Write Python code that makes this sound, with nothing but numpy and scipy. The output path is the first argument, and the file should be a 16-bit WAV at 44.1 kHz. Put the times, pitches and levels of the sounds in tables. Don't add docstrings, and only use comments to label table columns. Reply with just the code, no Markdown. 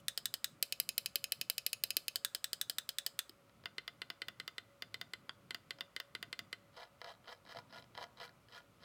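import sys
import numpy as np
from scipy import signal
from scipy.fft import rfft, irfft
from scipy.io import wavfile

SR = 44100
rng = np.random.default_rng(int(sys.argv[2]) if len(sys.argv) > 2 else 0)


def put_to_file(sound):
    columns = np.atleast_2d(sound).T
    safe = np.clip(columns, -1, 1)
    whole_steps = np.round(safe * 32767)
    wavfile.write(sys.argv[1], SR, whole_steps.astype(np.int16))


N = 389844


def from_db(db):
    return 10 ** (np.asarray(db) / 20)


def at_hz(rows, hz):
    points, *columns = np.transpose(rows)
    return [np.interp(np.log(hz + 1e-9), np.log(points), column) for column in columns]


def in_time(rows, s):
    return np.interp(s, *np.transpose(rows))


def noise(gain_at):
    hz = np.arange(N // 2 + 1) * SR / N
    shaped = irfft(rfft(rng.standard_normal(N)) * gain_at(hz), N)
    return shaped / np.std(shaped)


def add(track, s, sound):
    start = int(round(s * SR))
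    sound = sound[max(-start, 0):]
    start = int(np.clip(start, 0, N))
    track[start:start + len(sound)] += sound[:N - start]


def ring(hz, t60, level_db):
    t = np.arange(SR // 10) / SR
    decays = from_db(-60 * t / t60[:, None])
    swings = decays * np.sin(2 * np.pi * hz[:, None] * t)
    signs = (-1) ** np.arange(len(hz))
    return (from_db(level_db) * signs) @ swings


def knocks(blows, modes, level_db, vary_db):
    hz, t60, mode_db = np.transpose(modes)
    out = np.zeros(N)
    for s, db in blows:
        strength_db = vary_db * rng.standard_normal(len(hz))
        add(out, s, ring(hz, t60, mode_db + level_db + db + strength_db))
    return out


def crack(level_db, t60):
    t = np.arange(SR // 30) / SR
    burst = rng.standard_normal(len(t)) * from_db(level_db - 60 * t / t60)
    band = signal.butter(1, [5000, 11000], "band", fs=SR, output="sos")
    return signal.sosfilt(band, burst)


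# frequency in Hz, t60 in seconds, relative level in dB.
CATCH_MODES = [(1085, 0.015, -43.5), (1400, 0.018, -37.5), (1930, 0.0052, -38.5), (2780, 0.013, -35),
               (3260, 0.014, -35), (3500, 0.013, -33), (4640, 0.013, -33.5), (5270, .005, -54),
               (6800, 0.0067, -55), (9500, 0.015, -51)]
CATCH_S = 5.2937
TREBLE_VARY_DB = 0.75


def button(presses, modes, treble_at, level_db, up_db, vary_db, detune, crack_db, crack_t60):
    hz, t60, down_modes_db, up_modes_db = np.transpose(modes)
    treble = 1 / (1 + (6000 / hz) ** 6)
    out = np.zeros(N)
    for down_s, up_s, db in presses:
        for s, mode_db in (down_s, down_modes_db), (up_s, up_modes_db + up_db):
            if abs(s - CATCH_S) < .02:
                out += knocks([(s, db)], CATCH_MODES, level_db=0.5, vary_db=4.0)
                continue
            strength, pitch = rng.standard_normal((2, len(hz)))
            bright_db = treble_at(s) + TREBLE_VARY_DB * rng.standard_normal()
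            snap_db = level_db + db + mode_db + bright_db * treble + vary_db * strength
            add(out, s, ring(hz * (1 + detune * pitch), t60, snap_db))
            add(out, s, crack(crack_db + db + bright_db, crack_t60))
    return out


# goes down in seconds, springs up in seconds, relative level in dB.
LEFT_PRESSES = [(-.02, .0824, 2), (.176, .2562, 1), (.3401, .4438, 1.2), (2.1578, 2.248, 2),
                (2.3487, 2.4427, 1), (2.5313, 2.6132, 0.7), (2.6976, 2.7842, 0.9), (2.891, 2.9848, 0),
                (3.0642, 3.1908, 2)]
# frequency in Hz, t60 in seconds,
# relative level going down in dB, relative level springing up in dB.
LEFT_MODES = [(472, 0.02, -48.5, -58), (712, 0.022, -48.5, -58.5), (1345, 0.0093, -42.5, -38.5),
              (1668, 0.021, -44, -39.5), (1840, 0.017, -41.5, -37), (2700, 0.002, -31, -25.5),
              (2970, 0.047, -42.5, -46.5), (3170, 0.0095, -31, -46), (3492, 0.036, -41.5, -32.5),
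              (3826, 0.011, -34, -26.5), (4280, 0.017, -35.5, -38), (4400, 0.026, -33, -40.5),
              (5047, 0.013, -27.5, -33.5), (5460, 0.022, -43.5, -42), (6250, 0.0039, -43, -31),
              (6640, 0.016, -46, -39), (7920, 0.0022, -24, -23.5), (8140, 0.028, -43, -36.5),
              (8800, 0.0034, -31.5, -33.5), (9820, 0.024, -45, -40.5), (10760, 0.007, -70, -34),
              (12480, 0.0052, -34, -39), (12540, 0.012, -37, -33), (13500, 0.0036, -26.5, -27.5),
              (14150, 0.007, -34, -32.5), (15200, 0.0091, -39, -35)]
# time in seconds, relative level in dB.
LET_GO = (3.2945, -19)


def left_key():
    clicks = button(LEFT_PRESSES, LEFT_MODES, lambda s: 0.1, level_db=-0.88, up_db=0.8,
                    vary_db=1.47, detune=0.0052, crack_db=-40.5, crack_t60=0.052)
    down_modes = [mode[:3] for mode in LEFT_MODES]
    return clicks + knocks([LET_GO], down_modes, level_db=0, vary_db=2)


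# goes down in seconds, springs up in seconds, relative level in dB.
RIGHT_PRESSES = [(.6265, .7238, 0.56), (.8, .8904, -0.48), (.9797, 1.0597, -0.26), (1.1569, 1.2413, 0.032),
                 (1.321, 1.4129, -0.074), (1.499, 1.5808, -.4), (1.6642, 1.7308, -0.53),
                 (1.8373, 1.9054, 0.056), (1.9679, 2.0814, 0.68)]
# frequency in Hz, t60 in seconds,
# relative level going down in dB, relative level springing up in dB.
RIGHT_MODES = [(474, 0.025, -45.5, -50), (750, 0.033, -54.5, -58), (1170, 0.04, -61, -65.5),
               (1758, 0.02, -41.5, -45), (2060, 0.023, -43, -47), (2306, 0.018, -37, -38.5),
               (2578, 0.023, -36, -35), (2985, 0.017, -29.5, -31), (3730, 0.016, -35, -38.5),
               (4015, 0.044, -35.5, -40.5), (4406, 0.013, -25.5, -29.5), (4966, 0.028, -31.5, -33.5),
               (5310, 0.011, -31, -31.5), (6350, 0.0034, -34.5, -38), (6580, 0.018, -49.5, -38),
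               (7650, 0.012, -34.5, -40.5), (8170, 0.016, -35.5, -47.5), (9390, 0.0062, -25.5, -28),
               (9450, 0.02, -38, -36), (10180, 0.0035, -29, -28.5), (11190, 0.013, -28.5, -42),
               (11640, 0.0084, -29.5, -32), (12380, 0.0057, -26, -37), (13430, 0.0076, -20.5, -36),
               (14540, 0.0035, -26.5, -29.5), (15500, 0.01, -36, -38.5)]


def right_key():
    return button(RIGHT_PRESSES, RIGHT_MODES, lambda s: 0.1, level_db=-0.03, up_db=-0.33,
                  vary_db=0.75, detune=0.0039, crack_db=-34.0, crack_t60=0.0227)


# goes down in seconds, springs up in seconds, relative level in dB.
WHEEL_PRESSES = [(3.657, 3.782, 0.71), (3.8782, 4.0177, -0.29), (4.1014, 4.2184, 0.54),
                 (4.2839, 4.3995, -.7), (4.4779, 4.5812, -0.58), (4.8221, 4.9427, -0.63),
                 (5.0131, 5.1353, -0.58), (5.2937, 5.5072, -0.16), (5.5458, 5.7068, -0.11),
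                 (5.8078, 5.9634, -0.22), (6.0005, 6.1504, -0.078), (6.2272, 6.3282, -0.37),
                 (6.3911, 6.5284, -0.46)]
# frequency in Hz, t60 in seconds,
# relative level going down in dB, relative level springing up in dB.
WHEEL_MODES = [(304, 0.037, -56.5, -54), (462, 0.066, -56.5, -53), (682, 0.071, -56, -63.5),
               (1090, 0.016, -46, -46), (1282, 0.048, -52, -53), (1460, 0.018, -41, -40.5),
               (1870, 0.016, -38.5, -39), (2032, 0.043, -41.5, -37), (2480, 0.0037, -35.5, -33),
               (2880, 0.016, -36, -37.5), (3016, 0.017, -39.5, -37), (3217, 0.015, -40, -38),
               (3561, 0.027, -38.5, -40.5), (4117, 0.019, -44, -37.5), (4757, 0.013, -35, -38),
               (5320, 0.021, -47, -47), (5300, 0.0098, -48, -39.5), (7130, 0.011, -49, -48.5),
               (7840, 0.0092, -66, -42), (9450, 0.0097, -46.5, -46), (11230, 0.0055, -46.5, -43.5),
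               (12500, 0.0085, -49, -60), (14340, 0.0036, -44, -62), (15400, 0.005, -40, -60)]
# time in seconds, treble in dB.
WHEEL_TREBLE = [(3.65, -9.5), (4.5, -3.5), (5, -3.5), (5.95, -2.5), (6.5, -3.5)]


def wheel_switch():
    return button(WHEEL_PRESSES, WHEEL_MODES, lambda s: in_time(WHEEL_TREBLE, s), level_db=0.5, up_db=-0.43,
                  vary_db=1.5, detune=0.0065, crack_db=-45.5, crack_t60=0.027)


# start in seconds, end in seconds, notches per second, relative level in dB,
# boost of the axle's hollow knock in dB.
SPINS = [(6.764, 6.839, 230, -37, 8), (7.039, 7.12, 235, -37, 12.5), (7.274, 7.336, 233, -35, 5.5),
         (7.49, 7.526, 160, -33.5, 0), (7.548, 7.597, 159, -38.5, 16), (7.726, 7.802, 136, -34.5, 3.5),
         (7.973, 8.039, 200, -33.5, 11), (8.2, 8.259, 175, -30.5, -1.5), (8.523, 8.586, 138, -34, -25),
         (8.828, 8.894, 170, -36, -19)]
# frequency in Hz, t60 in seconds, relative level in dB.
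RATCHET_MODES = [(482, 0.11, -29), (672, 0.052, -24.5), (974, 0.016, -17.5), (1290, 0.019, -21.5),
                 (1425, 0.097, -28.5), (1700, 0.024, -21.5), (2017, 0.03, -22), (2360, 0.053, -32.5),
                 (3110, 0.01, -16.5), (3970, 0.014, -18.5), (4450, 0.011, -20.5), (5110, 0.021, -23),
                 (5810, 0.019, -33), (6570, 0.01, -34), (7900, 0.017, -39), (9900, 0.0034, -33),
                 (12500, 0.0022, -30), (15000, 0.0018, -33)]
STRAY_NOTCHES_PER_S, STRAY_DB = 70, -7.0


def scroll(spin_db, uneven, edge_db, tooth_db, colour_db, axle_hz, lead_s, lead_db, rub_db):
    hz, t60, mode_db = np.transpose(RATCHET_MODES)
    axle = np.exp(-(2 * np.log2(hz / axle_hz)) ** 2)
    t = np.arange(N) / SR
    out, pressure = np.zeros(N), np.zeros(N)
    for start, end, per_s, db, knock_db in SPINS:
        s = start - lead_s * rng.uniform(.5, 1)
        for timing, strength, *colour in rng.uniform(-1, 1, (40, len(hz) + 2)):
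            turning = start <= s < end
            if turning:
                edge = 1 - np.sin(np.pi * (s - start) / (end - start))
                push_db = edge_db * edge + knock_db * axle
            else:
                push_db = STRAY_DB
            if s < end + lead_s:
                vary_db = tooth_db * strength + colour_db * np.array(colour)
                add(out, s, ring(hz, t60, mode_db + spin_db + db + push_db + vary_db))
            gap = (1 + uneven * timing) / (per_s if turning else STRAY_NOTCHES_PER_S)
            s = min(s + gap, start) if s < start else s + gap
        brush = np.interp(t, [start - lead_s, start, end, end + lead_s / 2], [0, 1, 1, 0]) ** .5
        rub = from_db(rub_db) * ((t > start) & (t < end))
        pressure += from_db(db) * (rub + from_db(lead_db) * brush)
    grains = pressure * rng.standard_normal(N) * (rng.random(N) < 900 / SR)
    return out + signal.fftconvolve(grains, ring(hz, t60, mode_db))[:N]


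def skin(level_db, low_hz, slide_s):
    t = np.arange(N) / SR
    touch = np.zeros(N)
    for start, end, _, db, _ in SPINS:
        touch += from_db(db) * np.interp(t, [start - slide_s / 2, end, end + slide_s], [0, 1, 0])
    swish = noise(lambda f: f / (f + low_hz) / (1 + (f / 14000) ** 4))
    return from_db(level_db) * touch * swish


# time in seconds, relative level in dB.
JOLTS = [(3.495, -40.5), (3.638, -34), (5.786, -31.5), (7.0155, -19.5), (7.044, -21), (7.327, -25.5),
         (7.57, -21.5), (7.587, -23), (7.951, -27), (7.9765, -19), (8.027, -21), (8.04, -21)]


def jolts():
    return knocks(JOLTS, RATCHET_MODES, level_db=-6.0, vary_db=2.0)


# time in seconds, relative level in dB.
THUMPS = [(1.1575, -64), (1.969, -58), (3.191, -66), (3.2945, -58.5), (5.786, -77)]
# frequency in Hz, t60 in seconds, relative level in dB.
SHELL_MODES = [(301, 0.054, -2), (385, 0.028, 2), (472, .06, -30)]


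def thumps():
    return knocks(THUMPS, SHELL_MODES, level_db=6.5, vary_db=4.0)


# frequency in Hz, t60 of the room in seconds, relative level of the room in dB,
# relative level of the scatter from hands and desk in dB.
ROOM = [(300, 0.26, -24.5, -5), (995, 0.83, -11, -10.5), (2040, 0.78, -24.5, -10), (2850, 0.27, -21, -7),
        (4170, 0.2, -17.5, -29.5), (5220, 0.23, -22, -17), (6450, 0.3, -18, -14.5),
        (8480, 0.36, -22.5, -21), (10850, 0.2, -22, -25.5), (13400, 0.25, -27.5, -25),
        (15500, 0.27, -25.5, -30)]


def room(x, near_t60, near_delay_s, wall_delay_s):
    t = np.arange(SR // 2) / SR

    def echoes(delay_s, t60):
        shape = from_db(-60 * t / t60) * np.clip((t - delay_s) * 1000, 0, 1)
        return rng.standard_normal(len(t)) * shape / np.linalg.norm(shape)

    response = np.zeros(len(t))
    edges = np.linspace(np.sqrt(150), np.sqrt(17000), 21) ** 2
    for low, high in zip(edges, edges[1:]):
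        t60, wall_db, near_db = at_hz(ROOM, np.sqrt(low * high))
        walls = from_db(wall_db) * echoes(wall_delay_s, t60)
        scatter = from_db(near_db) * echoes(near_delay_s, near_t60)
        band = signal.butter(2, [low, high], "band", fs=SR, output="sos")
        response += signal.sosfilt(band, walls + scatter)
    return signal.fftconvolve(x, response)[:N]


# time in seconds, level in dB.
HANDLING = [(0, -73.5), (1.5, -73), (3.3, -77), (3.7, -69), (5.5, -71.5), (6.4, -69.5), (7.3, -74),
            (7.95, -68), (8.8, -73)]
# frequency in Hz, relative density in dB per Hz.
RUMBLE = [(25, -46.5), (50, -28), (100, 4), (170, 1), (280, -3.5), (450, -14), (1000, -51)]
FIDGETS_PER_S, FIDGET_DB = 7.5, 3.5


def hands():
    fidget_db = FIDGET_DB * noise(lambda f: 1 / (1 + (f / FIDGETS_PER_S) ** 4))
    grip_db = in_time(HANDLING, np.arange(N) / SR) + fidget_db
    return from_db(grip_db) * noise(lambda f: from_db(at_hz(RUMBLE, f)[0]))


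# frequency in Hz, half-width in Hz, rms level in dB.
HUM = [(60, 7.3, -85), (113.7, 9.3, -82), (562.9, 4, -78), (1225, 74, -86.5), (1426, 45, -86)]


def fan_hum():
    out = np.zeros(N)
    for hz, width, db in HUM:
        out += from_db(db) * noise(lambda f: 1 / (1 + ((f - hz) / width) ** 2))
    return out


# frequency in Hz, relative density in dB per Hz.
AIR = [(25, -49), (60, -33), (130, -9), (300, -15.5), (560, -7.5), (850, -15), (1300, -9), (1650, -20.5),
       (2100, -16.5), (3500, -21), (6000, -27), (13000, -29.5), (16000, -33.5)]
AIR_DB = -71


def room_air():
    return from_db(AIR_DB) * noise(lambda f: from_db(at_hz(AIR, f)[0]))


def scene():
    wheel = scroll(spin_db=-7.0, uneven=.35, edge_db=1.5, tooth_db=6, colour_db=8.5, axle_hz=720,
                   lead_s=.04, lead_db=-19.5, rub_db=-13.5)
    wheel += jolts() + skin(level_db=-38.5, low_hz=3000, slide_s=0.014)
    mouse = left_key() + right_key() + wheel_switch() + wheel + thumps()
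    space = room(mouse, near_t60=0.063, near_delay_s=0.0026, wall_delay_s=0.0056)
    background = hands() + fan_hum() + room_air()
    return (mouse + space + background)[None]


CUTOFF_HZ = 16700


def record(dry):
    return signal.sosfilt(signal.ellip(10, .1, 80, CUTOFF_HZ, fs=SR, output="sos"), dry)


dry = scene()
out = record(dry)
put_to_file(out)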